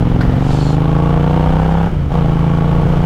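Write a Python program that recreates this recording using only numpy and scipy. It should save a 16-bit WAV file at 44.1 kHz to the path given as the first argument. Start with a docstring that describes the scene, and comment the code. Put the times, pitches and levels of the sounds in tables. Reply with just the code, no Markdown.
"""A twin-cylinder motorcycle accelerates, shifts up and pulls on, heard from the rider's seat.
Two unevenly spaced intake gulps per engine cycle ring the airbox and ducts, over valve clatter,
a gear whine and wind. For the shift the throttle closes, leaving a soft exhaust burble.
Early on, a bump rattles the bike and a roadside hiss goes by."""
import sys
import numpy as np
from scipy import signal
from scipy.fft import rfft, irfft
from scipy.io import wavfile

SR = 44100
rng = np.random.default_rng(int(sys.argv[2]) if len(sys.argv) > 2 else 0)


def generate_wav(sig):
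    """Save sig (samples, or channels by samples) to the path in sys.argv[1] as 16-bit PCM at SR."""
    pcm = np.round(np.clip(np.atleast_2d(sig).T, -1, 1) * 32767).astype(np.int16)
    wavfile.write(sys.argv[1], SR, pcm)


N = 134505
T = np.arange(N) / SR
CRUISE_HZ = 28  # engine speeds are four-stroke cycles per second

STROKE_STARTS_CYCLES = [.168, .54]
# intake stroke per cylinder: (rise [cycles], fall [cycles], level [dB])
STROKES = [(0.029, 0.125, -.5), (0.02, 0.1308, -0.5)]
# gain of ducts and rasp: (time [s], gain [dB])
BARK = [(0, 1), (.7, 0.5), (.95, 2.5), (1.5, 4), (1.85, -1), (2.18, 2.5), (2.25, -1.5), (2.6, 0),
        (3.05, -1)]


def from_db(db):
    """Decibels to gain."""
    return 10 ** (np.asarray(db) / 20)


def rms_one(x):
    """Scale to unit rms."""
    return x / np.sqrt(np.mean(x ** 2) + 1e-20)


def curve(rows):
    """Join (time [s], value) rows by straight lines."""
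    return np.interp(T, *np.transpose(rows))


def drift(rate_hz):
    """Random wander, unit rms."""
    r = np.exp(-2 * np.pi * rate_hz / SR)
    return rms_one(signal.lfilter([1], [1, -2 * r, r * r], rng.standard_normal(N + SR))[SR:])


def noise(spectrum):
    """Unit-rms noise shaped by (frequency [Hz], density [dB]) rows."""
    hz, db = np.transpose(spectrum)
    bins_hz = np.arange(N // 2 + 1) * SR / N + 1e-3
    gain = from_db(np.interp(np.log(bins_hz), np.log(hz), db))
    low_cut = np.minimum(bins_hz / hz[0], 1) ** 2
    return rms_one(irfft(rfft(rng.standard_normal(N)) * gain * low_cut, N))


def resonate(x, hz, width_hz):
    """One resonance, unit peak gain."""
    r = np.exp(-np.pi * width_hz / SR)
    feedback = [1, -2 * r * np.cos(2 * np.pi * hz / SR), r * r]
    return signal.lfilter(np.array([1, 0, -1]) * (1 - r * r) / 2, feedback, x + 1e-18)


def lowpass(x, hz):
    """Two-pole low-pass."""
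    return signal.sosfilt(signal.butter(2, hz, fs=SR, output="sos"), x)


def gain_per_turn(turns, spread_db):
    """A new, bounded random gain for every turn."""
    gains = from_db(spread_db * np.clip(rng.standard_normal(N), -2, 1))
    return gains[np.floor(turns).astype(int) + 1]


def wind(gust_db=1.5):
    """Lumpy low buffeting of the passing air."""
    # (frequency [Hz], density [dB])
    spectrum = [(12, -11.5), (28, -0.5), (60, -10.5), (120, -11.5), (250, -20), (500, -23.5), (1000, -34),
                (3000, -49), (9000, -71)]
    # (time [s], level [dB])
    level = [(0, -17), (1, -23), (1.9, -19.5), (2.1, -22), (2.29, -17), (2.45, -20.5), (3.05, -15)]
    return from_db(curve(level) + gust_db * drift(5.9)) * noise(spectrum)


def roadside(pass_s=.66, sag_per_s=.3, swell_s=.08):
    """A hiss, perhaps insects, with two shrill bands that sink as the bike passes."""
    # (time [s], level [dB])
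    level = [(.3, -69), (.42, -46), (.52, -37), (.7, -39.5), (.75, -42), (.79, -76)]
    # hiss: (frequency [Hz], density [dB])
    spectrum = [(1200, -24), (2500, -3), (4200, -4), (5500, -8), (7200, -11.5), (9500, -18.5), (11500, -26),
                (15000, -35)]
    # shrill bands: (centre [Hz], width [Hz], level [dB])
    bands = [(4280, 130, -2), (7150, 170, -10)]
    warped_s = np.cumsum(1 - sag_per_s * (T - pass_s)) / SR
    shrill = sum(from_db(db) * rms_one(drift(width) * np.sin(2 * np.pi * hz * warped_s))
                 for hz, width, db in bands)
    swell = np.exp(-((T - pass_s) / swell_s) ** 2 / 2)
    return from_db(curve(level)) * (noise(spectrum) + shrill * swell)


def bump(at_s=.21, clack_db=-20.5, clack_decay_s=.0098, rattle_db=-34.5, rattle_decay_s=.26):
    """A dry clack, then a faint rattle of loose parts."""
    # both: (frequency [Hz], density [dB])
    clack_spectrum = [(600, -8), (1400, 14), (1900, 9), (2700, -8), (4700, 2), (6000, -20), (10000, -20),
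                      (15000, -34)]
    rattle_spectrum = [(1000, 1), (1400, 2), (1900, 7), (2600, -23), (4700, -13), (9000, -29)]
    age_s = np.maximum(T - at_s, 0)
    clack = from_db(clack_db) * np.exp(-age_s / clack_decay_s) * noise(clack_spectrum)
    rattle = from_db(rattle_db) * np.exp(-age_s / rattle_decay_s) * noise(rattle_spectrum)
    return (age_s > 0) * (clack + rattle)


def clatter(cycle, speed_hz, throttle, ticks_per_cycle=8, decay_cycles=.075):
    """Valves and chain: a hiss with uneven ticks, louder with revs and throttle."""
    # (frequency [Hz], density [dB])
    spectrum = [(300, 8), (800, 1), (1300, 6.5), (1950, -7), (2300, -2.5), (2550, -10.5), (3000, -3),
                (3800, -15.5), (4600, -18.5), (5200, -19), (6700, -22.5), (8500, -27.5), (12000, -32),
                (15500, -52)]
    turns = cycle * ticks_per_cycle
    ticks = np.exp(-(turns % 1) / ticks_per_cycle / decay_cycles) * gain_per_turn(turns, spread_db=9.5)
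    level_db = -32 - 5 * (1 - throttle) + .31 * (speed_hz - CRUISE_HZ)
    return from_db(level_db) * rms_one((1 + .3 * ticks) * noise(spectrum))


def gear_whine(cycle, teeth_per_cycle=40, wobble_rad=.3):
    """Gear teeth, throbbing with the crank, sing when they meet a casing resonance."""
    # (time [s], gain [dB])
    level = [(.78, -37), (.9, -30.5), (1.2, -28.5), (1.5, -43), (2.2, -35.5), (2.8, -31.5), (3.05, -43)]
    teeth = np.sin(2 * np.pi * teeth_per_cycle * cycle + wobble_rad * drift(26))
    throb = 1 + 2.6 * np.cos(2 * np.pi * cycle) + .5 * np.cos(4 * np.pi * cycle)
    return from_db(curve(level)) * resonate(teeth * throb, hz=1118.4, width_hz=28)


def exhaust(flow):
    """Soft burble: smoothed flow pulses ring the exhaust."""
    # (frequency [Hz], width [Hz], gain [dB])
    modes = [(81.7, 9, -0.5), (141.5, 33, 2.5), (276, 17, -4.5)]
    soft_flow = lowpass(flow, hz=420)
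    return sum(from_db(db) * resonate(soft_flow, hz, width) for hz, width, db in modes)


def roar(cycle, speed_hz, full_speed_hz=33, db_per_hz=2.65):
    """Near top revs turbulence rings the ducts, swelling once per cycle."""
    # (centre [Hz], width [Hz], level [dB])
    bands = [(850, 160, -31), (1414, 510, -35.5)]
    ringing = 0
    for hz, width, db in bands:
        band = resonate(rng.standard_normal(N), hz, width)
        ringing += from_db(db) * rms_one(resonate(band, hz, width))
    swell = 1 + .58 * np.cos(2 * np.pi * (cycle - .45))
    return from_db(db_per_hz * np.minimum(speed_hz - full_speed_hz, 0)) * swell * ringing


def arch(cycle, length_cycles):
    """One half-sine pulse per cycle."""
    return np.sin(np.pi * np.minimum(cycle % 1 / length_cycles, 1))


def rasp(cycle, speed_hz, lead_cycles=.088):
    """Turbulent air while an intake valve is open, stronger at higher revs."""
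    # (frequency [Hz], density [dB])
    spectrum = [(250, 7), (500, -15), (850, 5.5), (1400, -6), (2000, -14), (3200, -12), (6000, -34),
                (15000, -42.5)]
    gate = sum(from_db(db) * arch(cycle - start + lead_cycles, length_cycles=.28)
               for start, (_, _, db) in zip(STROKE_STARTS_CYCLES, STROKES))
    level_db = -26 + curve(BARK) + .13 * (speed_hz - CRUISE_HZ)
    return from_db(level_db) * gate * noise(spectrum)


def valve_snaps(cycle, delay_cycles=.1318, level_db=-16.5):
    """A small pressure blip as each intake valve shuts."""
    return from_db(level_db) * sum(arch(cycle - start - delay_cycles, length_cycles=.037) ** 2
                                   for start in STROKE_STARTS_CYCLES)


def gulps(cycle, hold_cycles=.0033, jitter_cycles=.001):
    """Air flow of both cylinders: each stroke rises fast, holds and falls away."""
    flow = 0
    for start, (rise, fall, db) in zip(STROKE_STARTS_CYCLES, STROKES):
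        turns = cycle - start + jitter_cycles * drift(20)
        pulse = np.interp(turns % 1, np.cumsum([0, rise, hold_cycles, fall]), [0, 1, 1, 0])
        flow += from_db(db) * pulse * gain_per_turn(turns, spread_db=.5)
    return flow


def intake(cycle, speed_hz, throttle, duct_lead_cycles=.014):
    """The gulps boom in the airbox and bark, slightly earlier, in the ducts."""
    # both: (frequency [Hz], width [Hz], gain [dB], polarity, slope [dB per Hz above cruise])
    airbox_modes = [(161.6, 41.4, 8, -1, -0.33), (248, 31, -0.5, -1, -1)]
    duct_modes = [(413, 24, -9.5, 1, -0.23), (465.3, 51, 3, 1, 0), (728, 31, -4, -1, 0.012),
                  (828, 99, 10, -1, -0.34), (915, 45, 7.5, -1, 0.49), (1136, 28, 7, -1, 0.15),
                  (1380, 250, 1.5, -1, 0.77)]
    # deepest and upper airbox resonances: (time [s], gain [dB])
    boom_level = [(0, -17), (1, -4.5), (1.6, 0), (1.9, 0.5), (2.4, -7.5), (3.05, -8.5)]
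    chest_level = [(0, -1), (.5, -1.5), (1.05, 4), (1.5, 1.5), (1.9, -19), (3.05, -17)]

    def ring(drive, modes):
        return sum(sign * resonate(drive * from_db(db + slope * (speed_hz - CRUISE_HZ)), hz, width)
                   for hz, width, db, sign, slope in modes)

    flow = throttle * gulps(cycle)
    duct_cycle = cycle + duct_lead_cycles
    duct_flow = throttle * (gulps(duct_cycle) + valve_snaps(duct_cycle))
    boom = -from_db(curve(boom_level)) * resonate(flow, hz=60.2, width_hz=17)
    chest = -from_db(curve(chest_level)) * resonate(flow, hz=274.7, width_hz=45)
    bark = from_db(curve(BARK)) * ring(duct_flow, duct_modes)
    return lowpass(boom + chest + ring(flow, airbox_modes) + bark, hz=3700)


def scene(close_s=1.858, closing_s=.045, open_s=2.092, opening_s=.035):
    """Engine speed and throttle drive the bike; wind, bump and roadside add to it."""
    # (time [s], engine speed [cycles/s])
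    revs = [(0, 21.78), (.15, 21.97), (.42, 23.77), (.85, 27.03), (1.16, 29.25), (1.5, 31.35),
            (1.885, 34.02), (1.97, 29.32), (2.09, 23.26), (2.16, 30.64), (2.24, 26.89), (2.4, 27.52),
            (2.7, 28.38), (3.05, 29.35)]
    speed_hz = curve(revs)
    cycle = np.cumsum(speed_hz) / SR
    throttle = np.clip(1 - (T - close_s) / closing_s, 0, 1)  # closed for the shift
    throttle += np.clip((T - open_s) / opening_s, 0, 1)
    engine = intake(cycle, speed_hz, throttle)
    engine += exhaust(gulps(cycle) * (1 - throttle))
    engine += throttle * (rasp(cycle, speed_hz) + roar(cycle, speed_hz) + gear_whine(cycle))
    engine += clatter(cycle, speed_hz, throttle)
    return (engine + wind() + bump() + roadside())[None]


def record(dry):
    """Round the peaks, cut the top treble."""
    ceiling, cutoff_hz = .88, 15700
    rounded = ceiling * np.tanh(dry / ceiling)
    return signal.sosfilt(signal.ellip(10, .1, 80, cutoff_hz, fs=SR, output="sos"), rounded)


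dry = scene()
out = record(dry)
generate_wav(out)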